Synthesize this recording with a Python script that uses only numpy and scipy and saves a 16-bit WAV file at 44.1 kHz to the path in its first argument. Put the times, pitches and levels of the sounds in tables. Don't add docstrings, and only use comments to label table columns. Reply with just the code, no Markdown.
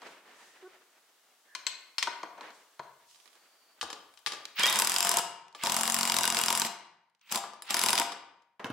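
import sys
import numpy as np
from scipy import signal
from scipy.fft import rfft, irfft
from scipy.io import wavfile
from scipy.ndimage import uniform_filter1d

SR = 44100
rng = np.random.default_rng(int(sys.argv[2]) if len(sys.argv) > 2 else 0)


def store_wav(level_fs):
    pcm = np.round(np.clip(np.atleast_2d(level_fs), -1, 1) * 32767)
    wavfile.write(sys.argv[1], SR, pcm.T.astype(np.int16))


N = 384552
T = np.arange(N) / SR

# t/s, level/dB, body/dB and top/dB (offsets of low and high range), left minus right/dB
HAMMER_BLOWS = [
    [(4.595, -17.5, 11.5, -1.5, 1), (4.6344, -9.5, 7.5, -6, 3.5), (4.6654, -10, 0.5, -2, -4),
     (4.6977, -16, -2, 3, -5), (4.7262, -12.5, -7, -2.5, -3), (4.7571, -13, -0.5, 0.5, -4.5),
     (4.789, -13, 0, 10, -1.5), (4.8199, -9, 6, 0, 1.5), (4.8469, -16.5, 6, 2.5, 4),
     (4.8718, -10, -8, 0.5, 1.5), (4.8958, -13, 1.5, 3, -1.5), (4.9182, -14.5, -10.5, 0.5, 2.5),
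     (4.9407, -16, -10.5, 0.5, -1), (4.9621, -8, -6.5, -2, 1), (4.9836, -15, -10, 2, 1.5),
     (5.005, -8, -11.5, 0, 2), (5.027, -13, -6, 1, 3.5), (5.0484, -17, 0.5, 5.5, 3),
     (5.0699, -13.5, 0.5, -3, 2), (5.0918, -12, 5.5, 7.5, 0.5), (5.1143, -13, 4.5, 0.5, 2.0),
     (5.1402, -15, 5, -1, 1), (5.1701, -9, 9.5, 2, -1.5)],
    [(5.6358, -15, 6.5, -2.5, 1), (5.6697, -13.5, 9, -5.5, 3.5), (5.6967, -13.5, 4, -10, 2.5),
     (5.7201, -15, -6.5, 7, 2.5), (5.7431, -18.5, 3.5, 1.5, 0.5), (5.765, -14, 0.5, 4.5, 3),
     (5.7875, -21.5, 1.5, -2, 4), (5.8099, -19.5, -3, 9.5, 2), (5.8329, -13, 1.5, 2.5, 4.5),
     (5.8543, -20, 5.5, -1.5, 5.5), (5.8768, -11.5, -3, 1, 4), (5.8987, -14, -5, 1, 7.5),
     (5.9212, -19, 0, 8, 4.5), (5.9431, -13, -5.5, 5, 7), (5.9646, -15, 1.5, -5, 4),
     (5.9875, -14.5, -1, 1, 2), (6.0095, -12.5, -2, -3.5, 0.5), (6.0309, -12, 3, -3.5, 4.5),
     (6.0524, -12.5, -2.5, -2, 1.5), (6.0748, -17, -3, 1.5, 2), (6.0978, -10.5, 0, -5, 0),
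     (6.1197, -12.5, 1, -1.5, -1.5), (6.1417, -11, 3, -4.5, 3), (6.1656, -8.5, -6.5, -4, 3),
     (6.1861, -11.5, -1, 1, 3), (6.209, -19, 13, 3.5, 1.5), (6.233, -10, -12, -2.5, -0.5),
     (6.2534, -10, -9.5, -3.5, 2.5), (6.2764, -11.5, 1.5, 0.5, 3), (6.3013, -10.5, -1, -2.5, 2),
     (6.3238, -14.5, -3, -6, -2), (6.3462, -12.5, 2.5, -3.5, 1.5), (6.3692, -8, -2, -10, 1.5),
     (6.3886, -12.5, 4.5, 0, 4.5), (6.4135, -16, 5, 6.5, 1), (6.4365, -9.5, -9, -2, 3),
     (6.4599, -15, -12, -1, 1), (6.4829, -11, -4, -6.5, 1.5), (6.5033, -11.5, 6.5, 0, 2.5),
     (6.5263, -13.5, 8.5, 3, 0), (6.5507, -12.5, -13, -3.5, 0), (6.5747, -16.5, -9, 4, 3.5),
     (6.5971, -19, -6, 7.5, 3), (6.6176, -10.5, 4, -10, 0.5), (6.649, -19, 13, -10, -1)],
    [(7.3228, -18.5, -2.5, 3, 3.5), (7.3577, -14, 10.5, -1.5, -3)],
    [(7.7059, -15, 0, -2.5, 3), (7.7428, -9, 3, -3, 2.5), (7.7677, -14.5, 5, 1, 4.5),
     (7.7922, -11, -5.5, -1.5, 0.5), (7.8146, -12.5, -8.5, -4, 4.5), (7.8366, -9, 2.5, -1, 4),
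     (7.861, -11, 7.5, -0.5, 3.5), (7.8855, -8, 0.5, -8, -2), (7.9044, -12, -3.5, 2, 3),
     (7.9299, -7, 5, -2.5, 2), (7.9538, -14, -1.5, -1.5, 4), (7.9773, -10.5, -19, -13.5, 3.5),
     (7.9977, -11.5, 9.5, 1.5, 1)],
]
# t/s, level/dB, top offset/dB
HAMMER_BOUNCES = [(4.6572, -7, -11.5), (4.6744, -17.5, -3.5), (4.705, -18.5, -2), (4.739, -23, -6.5),
                  (4.768, -18.5, -9.5), (4.7979, -11.5, 0.5), (5.1853, -12, -7.5), (5.649, -19.5, -11),
                  (5.66, -15, -11), (6.2403, -14, -13.5), (6.378, -20.5, -15), (6.398, -15, -20),
                  (7.3138, -31, -13), (7.3342, -28, -7.5), (7.3467, -20, -13), (7.3741, -23.5, -6.5),
                  (7.823, -22, -12), (7.8925, -13.5, -12), (7.9851, -12.5, -15.5), (8.0159, -15, -14.5)]
BOUNCE_BODY_DB, BOUNCE_PAN_DB = 6, 1


def hammer():
    rows = [(s, db, BOUNCE_BODY_DB, top, BOUNCE_PAN_DB) for s, db, top in HAMMER_BOUNCES]
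    rows += [tuple(blow) for pull in HAMMER_BLOWS for blow in pull]
    return sorted(rows)


# f/Hz, level/dB, t60/s (time to fall by 60 dB)
STEEL_MODES = [(372.5, -23, 0.14), (970, -15, 0.24), (920, 0, 0.036), (1026, -6, 0.065), (1300, -22, 0.066),
               (1486, 2.5, 0.016), (2020, -24, 0.017), (2520, -25, 0.022), (3280, -31, 0.033),
               (3770, -11, 0.041), (4860, -2, 0.03), (5230, 9.5, 0.0076), (5994, 17, 0.0042),
               (7050, -1, 0.015), (7870, 12, 0.006), (12500, -20, 0.037)]
BLOW_T60_S = 0.007


def hammer_blows(rows):
    rows = [row + (BLOW_T60_S,) for row in rows]
    return strike(rows, STEEL_MODES, tick=1, detune=DETUNE, free_s=.001, scatter_db=5, rise_s=0.00089, swell=4.54,
                  body_db=-23, top_db=.5, ring_db=-15.0, body_slower=2.8, top_quicker=1)


# t/s, f/Hz, extra level/dB
SINGING_MODES = [(1.55, 4145, 7), (1.667, 3160, 2), (1.667, 7779, 14.5), (1.667, 11030, 9),
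                 (1.983, 4530, 4.5), (1.983, 5180, 13), (2.026, 4145, -9), (2.072, 970, 5.5),
                 (2.072, 1500, 8), (3.812, 3235, 12.5), (3.812, 7960, 15.5), (3.828, 7400, 6),
                 (3.828, 7960, 14), (3.828, 9880, 4), (3.902, 3600, 14.5), (3.929, 5120, 19),
                 (3.929, 4000, 6), (3.929, 7400, 2), (4.27, 7400, 6.5), (4.27, 9880, 13),
                 (4.334, 7400, 11.5), (4.334, 9880, 10.5), (4.454, 3600, 14.5), (4.872, 1036, 9.5),
                 (5.17, 3820, -1.5), (5.482, 3600, 14.5), (6.241, 1489, 12), (6.253, 1489, 15.5),
                 (6.376, 1489, 13), (6.389, 2130, 10), (6.397, 929, 4.5), (7.149, 4010, 14),
                 (8.12, 4900, 4), (8.421, 3235, 6.5)]
DETUNE = .012
BODY_RISE_SLOWER, CRACK_LOW_HZ = 7.46, 700


def strike(rows, modes, rise_s, tick, detune, body_db, top_db, ring_db, body_slower, top_quicker, scatter_db,
           swell, free_s):
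    out, crack, noise = np.zeros((2, N)), np.zeros((2, N)), pair(N)
    ranges = [band(noise, 300, 1500), band(noise, 1500, 5500), band(noise, 5500, 11500)]
    hz, mode_db, mode_t60 = np.transpose(modes)[:, :, None]
    sign = (-1) ** np.arange(len(modes))[:, None]
    ends = [row[0] for row in rows[1:]] + [T[-1]]
    chances = rng.uniform(-1.1, 1, (len(rows), 2, len(modes), 1))
    for (s, db, body, top, pan, t60), end, (luck, shift) in zip(rows, ends, chances):
        i = int(s * SR)
        sides = undb(np.array([[pan], [-pan]]) / 2)
        parts = zip(ranges,
                    (body + body_db, 0, top + top_db),
                    (t60 * body_slower, t60, t60 * top_quicker),
                    (rise_s * BODY_RISE_SLOWER, rise_s, rise_s),
                    (out, crack, crack))
        for part_noise, part_db, decay, rise, layer in parts:
            t = T[:min(N - i, SR // 3, int(4 * decay * SR))]
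            fall = undb(-60 * t / (tick * decay))
            fall = fall + .4 * undb(-60 * t / decay) + .1 * undb(-60 * t / (4 * decay))
            burst = fall * np.minimum(t / rise, 1) ** 2 * part_noise[:, i:i + len(t)]
            layer[:, i:i + len(t)] += sides * undb(db + part_db) * burst / np.abs(burst).max()
        t = T[:min(N - i, SR // 3, int((end - s + .004) * SR))]
        colour = np.interp(np.log(hz), np.log([700, 3000, 9000]), [body, 0, top / 2])
        scatter = scatter_db * luck * np.clip(hz / 900, 0, 1)
        pressed = min(t60 / free_s, 1) ** 2
        gain_db = db + colour + mode_db + ring_db + scatter - 60 * t / (mode_t60 * pressed)
        for when, sung_hz, more_db in SINGING_MODES:
            if abs(when - s) < .004:
                gain_db += more_db * (abs(hz / sung_hz - 1) < .02)
        rising = 1 - np.exp(-(np.maximum(hz, 900) * t / swell) ** 2)
        waves = np.sin(2 * np.pi * hz * (1 + detune * shift) * t)
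        ring = np.sum(sign * rising * undb(gain_db) * waves, axis=0)
        choke = np.clip((end - s + .004 - t) / .004, 0, 1)
        out[:, i:i + len(t)] += sides * ring * choke
    out += signal.sosfilt(signal.butter(2, CRACK_LOW_HZ, "highpass", fs=SR, output="sos"), crack)
    return signal.sosfilt(signal.butter(1, 120, "highpass", fs=SR, output="sos"), out)


# f/Hz, t60/s
TUBE_MODES = [(696, .4), (795, .4), (2846, .55), (5120, .4), (7432, .22), (9833, .12), (12724, .1)]
# t/s, then level/dB of each mode
TUBE_LEVELS = [
    [(4.6, -69, -66, -38.5, -44, -50, -51, -61.5), (4.789, -55, -61, -59.5, -56, -55, -46, -52),
     (4.798, -59, -50, -64.5, -49, -52.5, -38, -33), (4.82, -61, -42, -71, -59, -54, -44, -46.5),
     (4.892, -53, -63, -64.5, -51.5, -55, -55, -56.5), (5.036, -44, -70.5, -50.5, -44.5, -37.5, -43.5, -56),
     (5.19, -38, -58, -43, -52, -44, -42, -64.5)],
    [(5.64, -38.5, -50.5, -55.5, -43.5, -45, -54, -63.5), (5.696, -55, -50, -51, -55.5, -46, -57.5, -57),
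     (5.78, -45.5, -43, -49, -61, -43, -46.5, -56), (6.554, -47.5, -57.5, -46.5, -59.5, -44, -41.5, -54),
     (6.65, -46, -51.5, -50.5, -53, -42.5, -59, -63.5)],
    [(7.32, -59.5, -60.5, -58, -46.5, -40.5, -57, -67), (7.336, -58, -49.5, -56.5, -57.5, -48, -56, -66),
     (7.362, -44.5, -49.5, -61, -53.5, -37, -41.5, -64), (7.38, -44, -35.5, -63.5, -65.5, -46, -49, -64)],
    [(7.71, -51, -49, -59, -57, -38, -50, -66), (7.744, -41, -53, -61, -42.5, -42, -41.5, -64),
     (7.796, -56.5, -64.5, -48.5, -54, -57, -39, -59), (7.84, -47, -50, -55, -59, -37, -39.5, -61),
     (8.02, -40, -39, -49, -53.5, -58, -43.5, -56)],
]
TUBE_SLIP_RAD, TUBE_SCATTER_DB = 1.3, 3.5


def tube(blow_s):
    rows = np.concatenate(TUBE_LEVELS)
    last = np.maximum(np.searchsorted(blow_s, T) - 1, 0)
    since, out = np.maximum(T - blow_s[last], 0), 0
    luck = rng.standard_normal((len(blow_s), len(TUBE_MODES), 2))
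    for (hz, t60), level_db, (size, slip) in zip(TUBE_MODES, rows.T[1:], luck.transpose(1, 2, 0)):
        size[np.diff(blow_s, append=T[-1]) > .1] = 0
        kick_db = np.interp(blow_s, rows[:, 0], level_db) + TUBE_SCATTER_DB * size
        phase = np.cumsum(TUBE_SLIP_RAD * slip)
        wave = np.sin(2 * np.pi * hz * T + phase[last])
        out = out + np.sqrt(2) * undb(kick_db[last] - 60 * since / t60) * wave
    return out * (T > blow_s[0]) * undb([[1.5], [-1.5]])


# f/Hz, level/dB, t60/s
HOUSING_MODES = [(139, -11, 0.089), (188, -9, 0.15), (227, -0.5, 0.19)]


def hum():
    kicks = np.zeros(N)
    for blows, db in zip(HAMMER_BLOWS, np.transpose(TRIGGER_PULLS)[4]):
        kicks[(np.array(blows)[:, 0] * SR).astype(int)] = undb(db)
    out = 0
    for hz, db, t60 in HOUSING_MODES:
        pole = np.exp(2j * np.pi * hz / SR - np.log(1000) / (t60 * SR))
        out = out + undb(db) * signal.lfilter([1], [1, -pole], kicks).imag
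    return out


# (per Hz, relative)
GEAR_COLOUR = [(35, -70), (60, -23), (156, -5), (220, -1.5), (291, -19), (359, -3.5), (443, -11.5),
               (953, 6.5), (1200, 5), (1550, -4), (6560, -3.5), (7540, -1.5), (15500, -13.5)]
CREEP_DB, GROWL_CREEP_DB = -30.5, -27.5
RATTLE_FREE_DB, GROWL_FREE_DB = -20.5, -8.5
BITE_DB = 2


def gear_noise(blow_s):
    gears, growl = coloured(GEAR_COLOUR), unit(band(band(pair(N), 1000, 4700), 1000, 4700))
    _, rattle_db, growl_bite_db, growl_db, _, _ = np.transpose(TRIGGER_PULLS)
    rattle_gain = effort(CREEP_DB, RATTLE_FREE_DB, rattle_db + BITE_DB, rattle_db)
    growl_gain = effort(GROWL_CREEP_DB, GROWL_FREE_DB, growl_bite_db, growl_db)
    rattle = rattle_gain * shaken(blow_s) * flicker(150, 5) * gears
    return rattle + growl_gain * flicker(250, 5) * flicker(25, 8) * growl


# t/s of the squeeze, rattle held level/dB, growl at the bite level/dB, growl held level/dB,
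# housing thump level/dB, drive whine level/dB
TRIGGER_PULLS = [(4.549, -31, -30, -45, -56, -52), (5.551, -31.5, -38, -91, -43.5, -72),
                 (7.21, -33.5, -45, -45.5, -47, -76), (7.62, -31.5, -35, -52, -46.5, -76)]
SPIN_UP_S, SETTLE_S = 0.019, 0.33
RUN_ON_S, LET_GO_S = .035, .015
LET_GO_DB, STOP_DB = 2.5, -6


def effort(creep_db, free_db, bite_db, held_db):
    out = 0
    for pull, blows, at_bite, held in zip(TRIGGER_PULLS, HAMMER_BLOWS, bite_db, held_db):
        bite, stop = blows[0][0], blows[-1][0] + RUN_ON_S
        free, settled = at_bite + free_db, min(bite + SETTLE_S, stop - 2 * LET_GO_S)
        shape = [(pull[0], free + creep_db), (bite - SPIN_UP_S, free), (bite, at_bite), (settled, held),
                 (stop - 2 * LET_GO_S, held), (stop - LET_GO_S, held + LET_GO_DB), (stop, held + STOP_DB)]
        out = out + undb(curve(shape, 1))
    return out


RATTLE_SAG_DB, RATTLE_SAG_S = -7, .016


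def shaken(blow_s):
    last = blow_s[np.maximum(np.searchsorted(blow_s, T) - 1, 0)]
    return undb(RATTLE_SAG_DB * np.clip(np.abs(T - last) / RATTLE_SAG_S, 0, 1))


# t/s, f/Hz, level/dB
GEAR_MESH = [(4.7, 3300, -55), (4.73, 3450, -46.5), (4.79, 3780, -44), (4.85, 3600, -51),
             (4.93, 3310, -49.5), (4.99, 3160, -44.5), (5.06, 3020, -53.5), (5.12, 2840, -54)]


def gear_whine():
    pitch = curve(GEAR_MESH, 1, 3000.) * flicker(240, 0.42)
    return undb(curve(GEAR_MESH, 2)) * flicker(90, 3.5) * tone(pitch)


WHIRR_LEVELS = [-39.5, -45.5, -53.5, -50.5]
WHIRR_FROM_HZ, WHIRR_TO_HZ = 2500, 2970
WHIRR_FROM_DB, WHIRR_ROUGH_DB = -23.5, 2.5


def whirr():
    rough, out = flicker(400, WHIRR_ROUGH_DB), 0
    for pull, blows, db in zip(TRIGGER_PULLS, HAMMER_BLOWS, WHIRR_LEVELS):
        rows = [(pull[0], WHIRR_FROM_HZ, db + WHIRR_FROM_DB), (blows[0][0], WHIRR_TO_HZ, db)]
        out = out + undb(curve(rows, 2)) * tone(curve(rows, 1, WHIRR_TO_HZ) * rough)
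    return out * flicker(140, 5)


WHINE_HZ = 15600


def drive_whine():
    whine, gain = unit(band(rng.standard_normal(N), WHINE_HZ - 60, WHINE_HZ + 60)), 0
    for pull, blows in zip(TRIGGER_PULLS, HAMMER_BLOWS):
        gain = gain + undb(pull[5]) * gate(pull[0], blows[0][0], .01)
    return whine * gain


# t/s, length/s, f/Hz at mid-length, level/dB
THREAD_SQUEALS = [(4.628, 0.028, 3230, -22.5), (4.635, .02, 2300, -28), (4.634, 0.051, 1900, -34.5),
                  (4.612, 0.012, 2400, -28.5), (4.678, 0.018, 3700, -25.5), (4.708, 0.016, 3900, -42.5)]
SQUEAL_EDGE_S, SQUEAL_RISE_PER_S = 0.0057, 2.2


def thread_squeals():
    waver, out = flicker(150, 0.042), 0
    for s, length, hz, db in THREAD_SQUEALS:
        climb = 1 + SQUEAL_RISE_PER_S * np.clip(T - s - length / 2, -length, length)
        out = out + undb(db) * gate(s, s + length, SQUEAL_EDGE_S) * tone(hz * waver * climb)
    return out


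# t/s, level/dB, body/dB and top/dB (offsets), left minus right/dB, rattle t60/s
SOCKET_CLICKS = [(3.3535, -48, -2.5, -9, -6, 0.033), (3.8122, -18.5, -22.5, -30, 3.5, 0.082),
                 (3.8283, -26.5, 6, -11, 1.5, 0.035), (3.9025, -26, -10, -14, 3, 0.044),
                 (3.929, -25.5, -6, -23, 0, 0.031), (4.139, -45, -18.5, 5, -1, 0.025),
                 (4.1739, -41, -24, -26, 5, 0.04), (4.1902, -48, -20, 10.5, 8, .023),
                 (4.2621, -16, -23, -37, 6.5, 0.069), (4.2704, -21.5, -10.5, -34, 1, 0.065),
                 (4.3205, -24.5, -12.5, -29.5, 1, 0.12), (4.3344, -32, -0.5, -9.5, -1, 0.028),
                 (4.454, -21.5, -57, -10, -0.5, 0.011), (5.4824, -39, -13, -20, -2, 0.018),
                 (5.527, -48, -14, -15, -1, .02), (5.5486, -33.5, -4, -18, 2, 0.14),
                 (7.098, -61.5, -28, 4, -1, .015), (7.1493, -54, -19.5, -18.5, -2, 0.015),
                 (7.195, -62.5, -20, -25.5, 0, 0.012), (7.2133, -50, -24.5, -37, 0, 0.023),
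                 (7.2965, -39, -9.5, -16.5, 2, 0.017), (7.4378, -35, 6, -14.5, 0, 0.047),
                 (7.5344, -38.5, -1.5, -15, 1.5, 0.038), (7.6218, -29, -13.5, 8.5, 0, 0.033),
                 (8.12, -26.5, -5.5, -15, 1, 0.058), (8.4213, -56, -15, -14.5, -4, .03)]
# f/Hz, level/dB, t60/s
SOCKET_MODES = [(440, -24.5, 0.12), (825, 6, 0.05), (1180, 12, 0.05), (1713, -5, 0.2), (3130, -1.5, 0.045),
                (3740, -2.5, 0.047), (3900, -7.5, .08), (5000, -1.5, 0.12), (4960, -18, 0.22),
                (5450, -9, .07), (7340, -9.5, 0.32), (8100, -12, 0.15), (9850, -4, 0.14)]
FREE_T60_S = .045


def socket_clicks():
    return strike(sorted(SOCKET_CLICKS + jiggle()), SOCKET_MODES, tick=.12, detune=DETUNE / 4, free_s=FREE_T60_S,
                  scatter_db=3, rise_s=0.00016, swell=.6, body_db=-3.0, top_db=-8.0, ring_db=-16.5,
                  body_slower=2.8, top_quicker=0.4)


JIGGLE_START_S, JIGGLE_END_S, JIGGLE_COUNT = 3.08, 3.34, 7
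JIGGLE_DB = -52.5
JIGGLE_BODY_DB, JIGGLE_TOP_DB, JIGGLE_PAN_DB, JIGGLE_T60_S = -16.5, -2, -16.5, 0.034


def jiggle():
    when, size = rng.uniform(0, 1, (JIGGLE_COUNT, 2)).T
    slot_s = (JIGGLE_END_S - JIGGLE_START_S) / JIGGLE_COUNT
    times = JIGGLE_START_S + (np.arange(JIGGLE_COUNT) + when) * slot_s
    return [(s, JIGGLE_DB + 4 * k, JIGGLE_BODY_DB, JIGGLE_TOP_DB, JIGGLE_PAN_DB, JIGGLE_T60_S)
            for s, k in zip(times, size)]


# t/s, level/dB, body offset/dB, left minus right/dB, rattle t60/s
SPANNER_TAPS = [(0.018, -45, 4.5, 1, 0.017), (0.0678, -44, -10, 4, .04), (1.5504, -25, -16.5, 6, 0.052),
                (1.6668, -15, -23, 5.5, 0.071), (1.982, -16.5, -28, 4, 0.076),
                (2.0261, -14, -19, 4.5, 0.038), (2.0723, -27, 4, 2.5, 0.0066),
                (2.2313, -34.5, 8.5, 1, 0.016), (2.378, -47, 11, 4, 0.028), (2.409, -37, 1.5, 1, .035),
                (2.5043, -47, -29, 12, .05), (2.794, -38.5, 12.5, 1.5, 0.0067), (2.8324, -51, -22, 5, .04)]
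# f/Hz, level/dB, t60/s
SPANNER_MODES = [(555, -13, 0.061), (703, -11, 0.35), (944, 11, 0.077), (1001, 8, 0.092),
                 (1100, 10.5, 0.034), (1494, 3.5, 0.04), (2090, 8.5, 0.03), (2453, 2.5, 0.042),
                 (3194, 1, 0.062), (4075, 15.5, 0.019), (4140, -3.5, 0.16), (4320, -3, 0.13),
                 (4450, 13, 0.029), (5180, -0.5, 0.11), (6340, 14, 0.047), (7700, 10.5, 0.07),
                 (9800, -9.5, .08), (11100, 6, 0.16), (13600, -2, .08)]
TAP_TOP_DB = -59


def spanner_taps():
    rows = [(s, db, body, TAP_TOP_DB, pan, t60) for s, db, body, pan, t60 in SPANNER_TAPS]
    return strike(rows, SPANNER_MODES, tick=.12, detune=DETUNE, free_s=.001, scatter_db=5, rise_s=0.00053,
                  swell=0.59, body_db=-4.0, top_db=0, ring_db=-16.0, body_slower=5.0, top_quicker=0.52)


# t/s, level/dB, body/dB and top/dB (offsets), left minus right/dB, rattle t60/s
LAID_DOWN = [(8.5948, -47, 15.5, -12.5, 1.5, 0.15), (8.6438, -28, -3, -10, -1.5, 0.016),
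             (8.6544, -42, 12, -16, 3, 0.033), (8.6664, -43, 0, -17, -1, 0.029),
             (8.7013, -35.5, 1, -6, -2, 0.04)]
# f/Hz, level/dB, t60/s
BENCH_MODES = [(615, -5.5, .05), (1014, 2, .06), (1630, 1.5, 0.062), (2150, -4, 0.034), (2650, -3.5, .05),
               (3020, 3.5, .03), (3700, -2, 0.022)]


def laid_down():
    return strike(LAID_DOWN, BENCH_MODES, tick=.12, detune=DETUNE, free_s=.001, scatter_db=3, rise_s=0.00056,
                  swell=0.78, body_db=-1.5, top_db=0, ring_db=-8.5, body_slower=2.1, top_quicker=0.51)


# t/s, level/dB (peak), f/Hz, t60/s
DULL_BUMPS = [(2.234, -48, 326, 0.12), (2.796, -47.5, 145, 0.044), (3.829, -45.5, 70.5, 0.17),
              (4.272, -54, 123, 0.1), (8.595, -49.5, 203, 0.1), (8.645, -29.5, 253, 0.04),
              (8.654, -42, 121, 0.078), (8.701, -24, 266, 0.027), (8.707, -32.5, 110, .08)]


def thuds():
    out = np.zeros(N)
    for s, db, hz, t60 in DULL_BUMPS:
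        i = int(s * SR)
        t = T[:min(N - i, SR // 2)]
        out[i:i + len(t)] += undb(db - 60 * t / t60) * np.sin(2 * np.pi * hz * t)
    return out


# t/s, level/dB, treble level/dB
CLOTH_RUSTLE = [(0, -60.5, -76), (.03, -46.5, -65), (.13, -55, -64), (.22, -63, -77), (.43, -55, -61),
                (.55, -61.5, -67.5), (.7, -61, -73), (.9, -69, -75.5), (2.3, -73.5, -76), (2.37, -56, -92),
                (2.46, -51.5, -86), (2.55, -64.5, -63), (2.7, -70, -74), (3.05, -71, -76), (3.1, -80, -61),
                (3.27, -68.5, -67.5), (3.6, -70, -77), (3.8, -67, -94)]
# t/s, f/Hz, level/dB
SLEEVE_SQUEAK = [(0.615, 400, -84), (0.627, 387, -49), (0.645, 363, -45), (0.665, 374, -44.5),
                 (0.678, 377, -45), (0.69, 378.7, -75)]
# multiple of its pitch, level/dB
SQUEAK_OVERTONES = [(1, -3.5), (2, -20), (3, -21), (4, -21.5)]


def sleeve():
    rustle = undb(curve(CLOTH_RUSTLE, 1)) * flicker(36, 5.2) * unit(band(pair(N), 300, 2500))
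    rustle += undb(curve(CLOTH_RUSTLE, 2)) * flicker(40, 0.89) * unit(band(pair(N), 2700, 8800))
    pitch, squeak = curve(SLEEVE_SQUEAK, 1, 372.), 0
    for k, db in SQUEAK_OVERTONES:
        squeak = squeak + undb(db) * flicker(60, 2.5 * k) * tone(pitch, int(k))
    return rustle + undb(curve(SLEEVE_SQUEAK, 2)) * squeak


# t/s, length/s, f/Hz, width/Hz, level/dB
FAINT_WHISTLES = [(.25, 0.36, 1830, 240, -66.5), (1.442, 0.19, 1700, 240, -62.5),
                  (3.336, 0.45, 4570, 350, -74)]
WHISTLE_EDGE_S = .06


def whistles():
    out = 0
    for s, length, hz, width, db in FAINT_WHISTLES:
        hiss = unit(band(pair(N), hz - width / 2, hz + width / 2))
        out = out + undb(db) * gate(s, s + length, WHISTLE_EDGE_S) * hiss
    return flicker(33, 3.8) * out


# f/Hz, t60/s
SHOP_T60 = [(100, 1), (260, 0.63), (700, 0.74), (1840, 0.73), (4850, 0.52), (12800, 0.28)]


def shop(dry, delay_s, wet_db):
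    size = SR
    t, noise, echo = T[:size], rfft(pair(size)), 0
    steps = 2 * np.log2(np.maximum(np.fft.rfftfreq(size, 1 / SR), 1) / 90)
    for k in range(16):
        share = np.cos(np.pi / 2 * np.clip(steps - k, -1, 1)) ** 2
        echo = echo + irfft(noise * share, size) * undb(-60 * t / on_log(SHOP_T60, 90 * 2 ** (k / 2)))
    echo = echo * (1 - np.exp(-(t / delay_s) ** 2))
    echo *= undb(wet_db) / np.sqrt(np.sum(echo ** 2) / 2)
    return signal.fftconvolve(echo, dry.mean(axis=0)[None], axes=1)[:, :N] * undb([[1.2], [-1.2]])


# t/s, level/dB
HISS_LEVEL = [(0, -68), (4.55, -67), (4.7, -96), (8.72, -95)]
# (per Hz, relative)
HISS_COLOUR = [(24, -73), (40, -33.5), (500, -30.5), (627, -2.5), (983, -5.5), (1230, -3.5), (1980, -9.5),
               (2480, -13), (2880, -5.5), (5530, -8), (15800, -12)]


def room_hiss():
    return undb(curve(HISS_LEVEL, 1)) * coloured(HISS_COLOUR)


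def undb(db):
    return 10 ** (np.asarray(db) / 20)


def on_log(table, hz):
    f, v = np.transpose(table)
    return np.interp(np.log(np.maximum(hz, 1)), np.log(f), v)


def unit(x):
    return x / np.sqrt(np.mean(x ** 2))


def band(x, lo_hz, hi_hz):
    return signal.sosfilt(signal.butter(2, [lo_hz, min(hi_hz, .45 * SR)], "bandpass", fs=SR, output="sos"), x)


# f/Hz, left-right correlation (1 = the same)
MIC_LIKENESS = [(250, 1), (500, 0.91), (1000, 0.8), (2000, 0.68), (4000, 0.26), (8000, 0.25),
                (12000, 0.083)]


def pair(size):
    alike = np.clip(on_log(MIC_LIKENESS, np.fft.rfftfreq(size, 1 / SR)), 0, 1)
    mid, side = rfft(rng.standard_normal((2, size)))
    mid, side = mid * np.sqrt((1 + alike) / 2), side * np.sqrt((1 - alike) / 2)
    return irfft(np.array([mid + side, mid - side]), size)


def coloured(table):
    return unit(irfft(rfft(pair(N)) * undb(on_log(table, np.fft.rfftfreq(N, 1 / SR))), N))


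def curve(rows, column, off=-130.):
    rows = np.array(rows)
    return np.interp(T, rows[:, 0], rows[:, column], off, off)


def flicker(rate, spread_db):
    k = int(SR / rate)
    steps = np.repeat(rng.uniform(-1.2, 1, N // k + 1), k)
    return undb(spread_db * uniform_filter1d(steps, k)[:N])


def tone(hz, multiple=1):
    return np.sqrt(2) * np.sin(2 * np.pi * multiple * np.cumsum(hz) / SR)


def gate(start, end, edge_s):
    return np.clip(np.minimum(T - start, end - T) / edge_s, 0, 1)


TUBE_WET_DB = -6


def scene():
    rows = hammer()
    blow_s = np.array(rows)[:, 0]
    dry = hammer_blows(rows) + socket_clicks() + laid_down() + spanner_taps() + thuds() + whistles()
    dry += gear_noise(blow_s) + gear_whine() + whirr() + thread_squeals() + drive_whine()
    thin = tube(blow_s) + sleeve()
    echoes = shop(dry + undb(TUBE_WET_DB) * thin, delay_s=0.02, wet_db=-10.0)
    return dry + thin + hum() + echoes + room_hiss()


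# f/Hz, left minus right level/dB
MIC_LEAN = [(200, 0), (500, -2), (1000, 2.5), (2000, -3), (4000, 0.3), (8000, 3.5), (12000, -0.5)]
OVERLOAD = 0.27
MIC_TOP_HZ, TOP_HZ = 15750, 16700


def record(dry):
    lean = on_log(MIC_LEAN, np.fft.rfftfreq(N, 1 / SR)) / 2
    dry = irfft(rfft(dry) * undb([lean, -lean]), N)
    dry = OVERLOAD * np.tanh(dry / OVERLOAD)
    dry = signal.sosfilt(signal.butter(2, 130, "highpass", fs=SR, output="sos"), dry)
    dry = signal.sosfilt(signal.cheby1(8, .5, MIC_TOP_HZ, fs=SR, output="sos"), dry)
    return signal.sosfilt(signal.ellip(8, .2, 70, TOP_HZ, fs=SR, output="sos"), dry)


dry = scene()
out = record(dry)
store_wav(out)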